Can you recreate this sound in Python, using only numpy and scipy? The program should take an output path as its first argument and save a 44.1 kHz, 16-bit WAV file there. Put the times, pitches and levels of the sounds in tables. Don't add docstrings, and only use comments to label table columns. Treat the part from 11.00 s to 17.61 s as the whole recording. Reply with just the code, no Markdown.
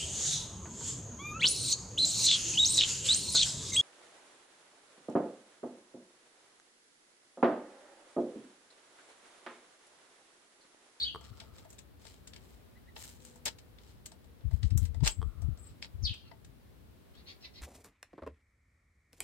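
import sys
import numpy as np
from scipy import signal
from scipy.fft import rfft, irfft, next_fast_len
from scipy.io import wavfile
from scipy.ndimage import map_coordinates

SR = 44100
rng = np.random.default_rng(int(sys.argv[2]) if len(sys.argv) > 2 else 0)


def digitize_waveform(pressure):
    field = np.atleast_2d(pressure).T
    bounded = np.clip(field, -1, 1)
    quanta = np.round(bounded * 32767).astype(np.int16)
    wavfile.write(sys.argv[1], SR, quanta)


N = 291721


def amp(db):
    return 10 ** (np.asarray(db) / 20)


def unit(x):
    return x / np.sqrt(np.mean(x ** 2) + 1e-20)


def along(points, hz):
    point_hz, values = np.transpose(points)
    return np.interp(np.log(hz + 1), np.log(point_hz + 1), values)


def wobble(knots_per_s, size=N):
    knots = rng.standard_normal(int(size * knots_per_s / SR) + 4)
    return map_coordinates(knots, [np.arange(size) * knots_per_s / SR])


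def filtered(x, response):
    m = next_fast_len(N + SR // 2)
    return irfft(rfft(x, m) * response(np.fft.rfftfreq(m, 1 / SR)), m)[..., :N]


def coloured(x, spectrum):
    grid_hz = np.linspace(0, SR / 2, num=2000)
    norm = np.sqrt(np.mean(amp(along(spectrum, grid_hz)) ** 2))
    return filtered(x, lambda hz: amp(along(spectrum, hz)) / norm)


def add(track, start_s, sound):
    part = track[..., max(round(start_s * SR), 0):][..., :sound.shape[-1]]
    part += sound[..., :part.shape[-1]]


def sides(pan_db):
    return amp([[pan_db / 2], [-pan_db / 2]])


def ports(x, lead_ms):
    shift_s = lead_ms / 1000 * np.array([[1], [-1]])
    return filtered(x, lambda hz: np.exp(1j * np.pi * hz * shift_s))


def echoes(x, decay, level_db):
    hz, t, z = signal.stft(rng.standard_normal((2, SR // 2)), SR, nperseg=256)
    fade = amp(-60 * t / along(decay, hz)[:, None])
    tail = signal.istft(z * fade, SR, nperseg=256)[1]
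    tail /= np.linalg.norm(tail[0])
    return amp(level_db) * signal.fftconvolve(x, tail, axes=1)[:, :N]


# (frequency [Hz], level [dB per Hz])
AIR_SPECTRUM = [(120, -35), (200, -9), (311, -15.5), (373, -11.5), (899, -22.5), (968, -22.5),
                (1160, -23.5), (2750, -29), (3970, -30), (6400, -37), (16000, -34.5)]
# (frequency [Hz], level [dB per Hz])
BREEZE_SPECTRUM = [(15, -41.5), (25, -27), (37, -8.5), (64, 3), (177, -11.5), (217, -13), (300, -15),
                   (390, -27), (660, -120)]
# (time [s], level [dB])
BREEZE_LEVEL = [(0, -61), (.5, -64), (2.5, -64.5), (3.3, -64), (4.7, -60.5), (5.3, -63.5), (6.61, -64.5)]
# (start [s], end [s], frequency [Hz], level [dB])
FAR_TONES = [(2.12, 2.89, 500, -68), (3.1, 4.5, 465, -69), (1.166, 2.68, 240, -66.5)]
AIR_DB = -63.5


def yard():
    time_s = np.arange(N) / SR
    air_level = amp(AIR_DB + 0.7 * wobble(3))
    air = air_level * coloured(rng.standard_normal((2, N)), AIR_SPECTRUM) * sides(1.6764)

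    point_s, point_db = np.transpose(BREEZE_LEVEL)
    lumps_db = 1.26 * np.array([wobble(7.6), wobble(12)])
    lumps = amp(np.interp(time_s, point_s, point_db) + 6.0 + lumps_db)
    noise = rng.standard_normal((2, N)) + 0.5 * rng.standard_normal(N)
    breeze = lumps * coloured(noise, BREEZE_SPECTRUM) * sides(3.4)

    tones = np.zeros(N)
    for start_s, end_s, hz, db in FAR_TONES:
        arch = np.sin(np.pi * np.clip((time_s - start_s) / (end_s - start_s), 0, 1))
        turn = 2 * np.pi * np.cumsum(hz * (1 + 0.0053 * wobble(18))) / SR
        tones += amp(db + 4.3 * wobble(5.64)) * arch * np.sin(turn)
    return air + breeze + tones


# (frequency [Hz], width [Hz], level [dB])
PLANK_MODES = [(507, 230, -4.5), (663, 83, 2.5), (885, 75, 0.5), (1993, 70, -5)]


def plank(hz):
    total = 0
    for k, (centre, width, db) in enumerate(PLANK_MODES):
        damping = 1j * hz * width
        total = total + (-1) ** k * amp(db) * damping / (centre ** 2 - hz ** 2 + damping)
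    return total


# (start [s], length [s], grit level [dB], bright level [dB], airy level [dB])
STROKES = [(0, 0.1, -61.5, -67.5, -79), (0.227, 0.1, -60, -66, -83), (0.315, 0.21, -65.5, -71.5, -87.5),
           (0.532, 0.15, -65.5, -69, -85), (0.686, 0.095, -75, -68.5, -92.5),
           (0.981, 0.28, -67, -68.5, -76), (1.39, 0.27, -73.5, -72.5, -78), (1.949, 0.25, -59, -57, -60.5),
           (2.181, 0.24, -67, -63.5, -72), (2.454, 0.04637, -38, -46, -53.5),
           (2.786, 0.24, -69, -73, -79.5), (3.505, 0.11, -70, -72, -72.5),
           (3.617, 0.099, -65.5, -65.5, -84), (3.788, 0.1113, -63.5, -67, -61.5),
           (4.034, 0.063, -38.5, -39, -61), (4.104, 0.021, -69, -53, -56),
           (4.633, 0.13, -69.5, -79.5, -102), (4.816, 0.05797, -52.5, -60, -89)]
# (frequency [Hz], level [dB per Hz])
GRIT_SPECTRUM = [(1000, -11.5), (1800, -2.5), (2800, -2), (4200, 0.5), (5500, -3), (7000, -43.5)]
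# (frequency [Hz], level [dB per Hz])
BRIGHT_SPECTRUM = [(4500, -21), (6200, -1.5), (7500, 2.5), (8600, 1.5), (9400, -16.5), (11000, -29.5)]
# (frequency [Hz], level [dB per Hz])
AIRY_SPECTRUM = [(7500, -28.5), (10000, -3.5), (12500, -2), (16000, -6.5)]


def drag():
    strokes = np.zeros((3, N))
    for start_s, length_s, *levels_db in STROKES:
        u = np.linspace(0, 1, round(length_s * SR))
        add(strokes, start_s, amp(levels_db)[:, None] * np.sin(np.pi * u ** 0.65) ** 1.2)
    sizes = unit(amp(1.5 * wobble(40) + 3.5 * wobble(500)))
    slips = sizes * unit(rng.standard_normal(N) + 2.8 * rng.standard_normal((2, N)))
    grit, bright, airy = strokes[:, None] * slips
    in_plank = amp(2) * filtered(grit + 1.5 * grit.mean(axis=0), plank)
    rub = (coloured(grit, GRIT_SPECTRUM) + in_plank) * sides(2.87)
    rub += coloured(bright, BRIGHT_SPECTRUM) * sides(2.1)
    rub += coloured(airy, AIRY_SPECTRUM) * sides(2.5)

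    def bounce(hz):
        return 1 / (1 - 0.1408 * np.exp(-2j * np.pi * hz / 1030))

    return ports(filtered(rub, bounce), lead_ms=0.285)


def voice(hz, rough, over_db, uneven):
    n = len(hz)
    turn = 2 * np.pi * np.cumsum(hz * (1 + 0.0698 * rough * wobble(603, size=n))) / SR
    shake = 0.8952 * wobble(448.55, size=n) + 0.12 * wobble(2500, size=n)
    flutter = unit(1 + rough * shake)
    pairs = 1 + uneven * np.sin(turn / 2)
    overtones = amp(over_db) * (np.sin(2 * turn) + 0.15 * np.sin(3 * turn))
    return np.sqrt(2) * flutter * pairs * (np.sin(turn) + overtones)


# (start [s], loudest [s], end [s], peak level [dB], fade [dB/s], hoarseness [0-1])
NEAR_CHIRPS = [(0, 0.016, 0.08642, -32.5, 25, 0.41), (5.024, 5.059, 5.135, -30.5, 201, 0.77)]
# (time [s], frequency [Hz])
NEAR_PITCH = [
    [(0, 4270), (.008, 4644), (.018, 3613), (.03, 4583), (.038, 4387), (.048, 2975), (.075, 3320),
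     (.1, 2920)],
    [(5.025, 6570), (5.045, 5130), (5.053, 4520), (5.062, 4300), (5.078, 3200), (5.088, 3715),
     (5.105, 2940), (5.115, 3463), (5.135, 2484)],
]
# (frequency [Hz], level [dB])
BEAK_GAIN = [(2400, -16), (3200, -5), (4450, -2), (5200, -4), (6500, -11)]
SWELL_DB_PER_S, RELEASE_S = 510, 0.017
LOWER_PITCH_RATIO, LOWER_DB, LOWER_FADE_DB_PER_S = 0.84, -6, 400


def chirps():
    song = np.zeros(N)
    for (start_s, top_s, end_s, db, fade, rough), pitch in zip(NEAR_CHIRPS, NEAR_PITCH):
        t = np.arange(start_s, end_s + 0.05, 1 / SR)
        level = amp(db - np.maximum(SWELL_DB_PER_S * (top_s - t), fade * (t - top_s)))
        level *= np.exp(-np.maximum(t - end_s, 0) / RELEASE_S)
        hz = np.interp(t, *np.transpose(pitch))
        upper = voice(hz, rough, over_db=-30, uneven=0.039)
        lower = voice(LOWER_PITCH_RATIO * hz, rough, over_db=-21.5, uneven=0)
        lower *= amp(LOWER_DB - LOWER_FADE_DB_PER_S * (t - start_s))
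        add(song, start_s, level * amp(along(BEAK_GAIN, hz)) * (upper + lower))
    return song * sides(3.113)


# (time [s], level [dB])
TUBE_KNOCKS = [(.148, -37), (0.159, -37), (4.217, -42), (4.228, -39.5)]
# (frequency [Hz], level [dB], t60 [s])
TUBE_MODES = [(441.78, -7, 0.058), (1100, 5, 0.008806), (1149, -8, 0.04464), (1260, -28.5, 3.152),
              (3213.3, -8.5, 0.01468), (4494, -20.5, 0.00866), (8272.3, -17, .012)]


def knocks():
    tube = np.zeros(N)
    t = np.arange(SR // 2) / SR
    for time_s, db in TUBE_KNOCKS:
        blur_rad = 3 * wobble(130, size=len(t)) * (1 - np.exp(-t / 0.04))
        ring = np.zeros(len(t))
        for hz, mode_db, t60_s in TUBE_MODES:
            ring += amp(mode_db - 60 * t / t60_s) * np.sin(2 * np.pi * hz * t + blur_rad)
        add(tube, time_s, amp(db) * ring)
    return tube * sides(0.54)


# (time [s], grit level [dB], bright part over it [dB], wooden part over it [dB])
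TICK_EVENTS = [(0.2107, -61.5, 3, 26), (0.4023, -41.5, -8, -10), (0.415, -54.5, -18, 24.5),
               (0.584, -51.5, -3, 14), (0.6503, -68.5, 6, 38), (0.7044, -61.5, 13.5, 20),
               (0.7292, -63.5, 10, 23), (0.7855, -52.5, -1, -10), (0.79, -50, 3.5, -1),
               (1.052, -52.5, -1, 20), (1.0682, -50.5, -2, -8.5), (1.275, -47, 3.5, -20),
               (1.3358, -46.5, -7, -9), (1.363, -46, -7, 5), (1.965, -42, -28, 17), (2.0384, -52, 9, -14),
               (2.251, -53.5, 8, -6), (2.3588, -70, 15, 33.5), (2.4572, -37.5, 11, -17),
               (2.4805, -33.5, -6, 4), (2.587, -50, -2, 0), (2.7865, -54, -14, -10), (3.0601, -47, 9.5, 4),
               (3.119, -54.5, 0.5, 19.5), (3.2442, -63, -3, 21.5), (3.4081, -63, -27.5, 23.5),
               (3.5116, -59, -8, 29.5), (3.6315, -40, -9.5, -13), (3.706, -47.5, -3.5, -6),
               (3.7771, -51.5, 22.5, 13), (3.854, -48, 4, -3.5), (3.946, -54, -5.5, 23.5),
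               (4.0059, -55.5, -8, 23.5), (4.0338, -47, -5, 26), (4.0672, -26.5, -4.5, 11.5),
               (4.076, -24.5, 2.5, -28.5), (4.4205, -61.5, 10.5, 28), (4.575, -61.5, 3, 22),
               (4.8257, -37.5, -11.5, -23.5), (4.846, -43, -30, -18.5), (5.141, -48, -2.5, 6),
               (5.3147, -58, -28.5, 33), (5.4481, -57.5, 1.5, 7), (6.153, -60, -9, 16)]
CREAK_S, CREAK_DB = 0.004, -18
CRACK_T60_S, SLIPS_T60_S, ONSET_S = 0.0019, 0.032, 0.00033
TICK_PAN_DB, PAN_SCATTER_DB = 4, 2
AIRY_DB, AIRY_PER_BRIGHT_DB = -17.5, 1.51


def ticks():
    parts = np.zeros((4, 2, N))
    own_share = np.array([1.4, 0.99, 1.1, 0.95])[:, None, None]
    lead = np.arange(SR // 5) / SR - CREAK_S
    t = np.maximum(lead, 0)
    for time_s, db, bright_db, wood_db in TICK_EVENTS:
        crack = 1.72 * amp(-60 * t / CRACK_T60_S)
        slips = 0.45 * amp(-60 * t / SLIPS_T60_S) * amp(2.25 * wobble(400, size=len(t)))
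        common = rng.standard_normal(len(t))
        own = rng.standard_normal((2, len(t)))
        pan = sides(TICK_PAN_DB + PAN_SCATTER_DB * rng.standard_normal())
        creak = amp(CREAK_DB) * (lead < 0) * (1 + lead / CREAK_S)
        onset = 1 - np.exp(-t / ONSET_S) + creak
        blow = onset * (crack + slips) * (common + own_share * own) * pan
        over_db = np.array([0, bright_db, AIRY_DB + AIRY_PER_BRIGHT_DB * bright_db, wood_db])
        add(parts, time_s - CREAK_S, amp(db + over_db)[:, None, None] * blow)
    grit, bright, airy, wood = parts
    top = coloured(bright, BRIGHT_SPECTRUM) + coloured(airy, AIRY_SPECTRUM)
    taps = coloured(grit, GRIT_SPECTRUM) + top * sides(2.301) + filtered(wood, plank)
    return ports(taps, lead_ms=0.088)


# (centre [s], level [dB], Gaussian half length [s], port [L/R])
WIND_PUFFS = [(0.32, -37.5, 0.0078, "L"), (3.469, -20, .014, "L"), (3.545, -16.5, .011, "L"),
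              (3.607, -33, 0.0731, "L"), (3.655, -16, 0.016, "L"), (3.727, -17.5, 0.012, "L"),
              (3.759, -13.5, 0.00606, "L"), (3.786, -19, 0.015, "L"), (3.832, -16.5, 0.008914, "L"),
              (3.855, -25.5, .012, "L"), (3.904, -26.5, 0.016, "L"), (3.976, -26.5, 0.0204, "L"),
              (3.978, -50, 0.01487, "R"), (4.032, -13, 0.005336, "L"), (4.053, -22, 0.037, "L"),
              (4.199, -22.5, 0.013, "L"), (4.262, -25.5, 0.036, "L"), (4.39, -33.5, 0.0184, "L"),
              (4.456, -22.5, 0.023, "L"), (4.49, -20.5, 0.0057, "L"), (4.517, -27.5, 0.022, "L"),
              (4.622, -41, 0.014, "L"), (4.722, -43, 0.01359, "R"), (4.955, -32.5, 0.00997, "L"),
              (4.97, -48, 0.03, "R"), (4.997, -33, 0.016, "L"), (5.046, -23, 0.018, "L"),
              (5.099, -41.5, 0.029, "R"), (5.112, -26.5, 0.008, "L")]
EDDY_HZ, EDDY_EXTRA_CYCLES = 60.86, 0.28
PHASE_SAG_PER_S = 4.8


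def puffs():
    left_right = np.zeros((2, N))
    t = np.arange(-SR // 8, SR // 8) / SR
    for centre_s, db, half_s, port in WIND_PUFFS:
        hz = EDDY_HZ + EDDY_EXTRA_CYCLES / half_s
        cycles = hz * t * (1 - PHASE_SAG_PER_S * t) + rng.random()
        turn = 2 * np.pi * cycles + 0.75 * wobble(50.5, size=len(t))
        swell = np.exp(-0.5 * (t / half_s) ** 2)
        wave = np.sin(turn) + 0.41 * np.sin(turn / 2)
        wave += swell * (0.12588 * np.sin(2 * turn + 1) + 0.058 * np.sin(3 * turn))
        add(left_right["LR".index(port)], centre_s + t[0], amp(db) * swell * wave)
    return left_right


# (frequency [Hz], level [dB per Hz])
THROAT_SPECTRUM = [(1300, -17.5), (2100, -3.5), (3000, -2.5), (4300, 3), (5600, -8), (7000, -31)]


def notes(table, bow, rough, over_db, uneven, rasp_db):
    song, noise = np.zeros(N), np.zeros(N)
    for start_s, length_s, start_hz, end_hz, db in table:
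        u = np.linspace(0, 1, round(length_s * SR))
        arch = amp(db) * np.sin(np.pi * u ** 0.92) ** 0.857
        hz = (start_hz + (end_hz - start_hz) * u) * (1 + bow * np.sin(np.pi * u))
        add(song, start_s, arch * voice(hz, rough, over_db, uneven))
        add(noise, start_s, arch * amp(6.4 * wobble(292, size=len(u))) * rng.standard_normal(len(u)))
    return song + amp(rasp_db) * coloured(noise, THROAT_SPECTRUM)


# (start [s], length [s], start pitch [Hz], end pitch [Hz], level [dB])
PEEP_NOTES = [(1.752, 0.03742, 1800, 1748, -67.5), (1.868, 0.044, 1780, 1720, -64),
              (6.435, 0.029, 2450, 2189, -57.5)]


def peeps():
    song = notes(PEEP_NOTES, bow=0.136, rough=0.29, over_db=-13.5, uneven=0, rasp_db=-22)
    return song * sides(2.165)


# (start [s], length [s], start pitch [Hz], end pitch [Hz], level [dB])
SEEP_NOTES = [(4.098, 0.029, 8220, 7600, -46), (4.58, 0.026, 8480, 7600, -60),
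              (4.61, 0.04, 8920, 7480, -62.5), (4.66, 0.018, 8680, 7570, -59)]


def seeps():
    song = notes(SEEP_NOTES, bow=-0.03, rough=0.41, over_db=-42.5, uneven=0, rasp_db=-31.5)
    return song * sides(7.9)


# (start [s], length [s], start pitch [Hz], end pitch [Hz], level [dB])
CHATTER_NOTES = [(5.24, .055, 1291, 1196, -75.5), (6.135, .085, 1493, 1910, -75),
                 (6.255, 0.076, 2000, 2100, -64.5), (6.405, 0.033, 2650, 2193, -69.5),
                 (6.43, 0.038, 1870, 1862, -61.5), (6.53, 0.068, 2510, 2360, -73),
                 (6.55, 0.05011, 1954, 1930, -68)]


def chatter():
    song = notes(CHATTER_NOTES, bow=0.09, rough=0.55, over_db=7.5, uneven=0.5, rasp_db=5.5)
    return song * sides(2.17)


# (frequency [Hz], t60 [s])
FRAME_DECAY = [(300, 0.21), (3000, 0.13), (10000, 0.12)]
# (frequency [Hz], t60 [s])
GARDEN_DECAY = [(2000, 0.46), (4000, 0.34), (8000, 0.48)]


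def scene():
    taps, tube = ticks(), knocks()
    near = drag() + taps + echoes(taps, FRAME_DECAY, level_db=-5)
    near += tube + echoes(tube, FRAME_DECAY, level_db=-10)

    close, clear, far = chirps(), peeps(), seeps() + chatter()
    birds = ports(close, lead_ms=0.428)
    birds += echoes(close, FRAME_DECAY, level_db=0.5) + echoes(close, GARDEN_DECAY, level_db=-4.5)
    birds += clear + echoes(clear, FRAME_DECAY, level_db=-5)
    birds += amp(-5.5) * ports(far, lead_ms=0.073)
    birds += echoes(far, FRAME_DECAY, level_db=0.5) + echoes(far, GARDEN_DECAY, level_db=-11.5)
    return yard() + near + birds + puffs()


LOW_CUT_HZ, TOP_HZ = 30, 15900


def record(dry):
    return filtered(dry, lambda hz: (hz < TOP_HZ) * hz ** 3 / (hz ** 3 + LOW_CUT_HZ ** 3))


dry = scene()
out = record(dry)
digitize_waveform(out)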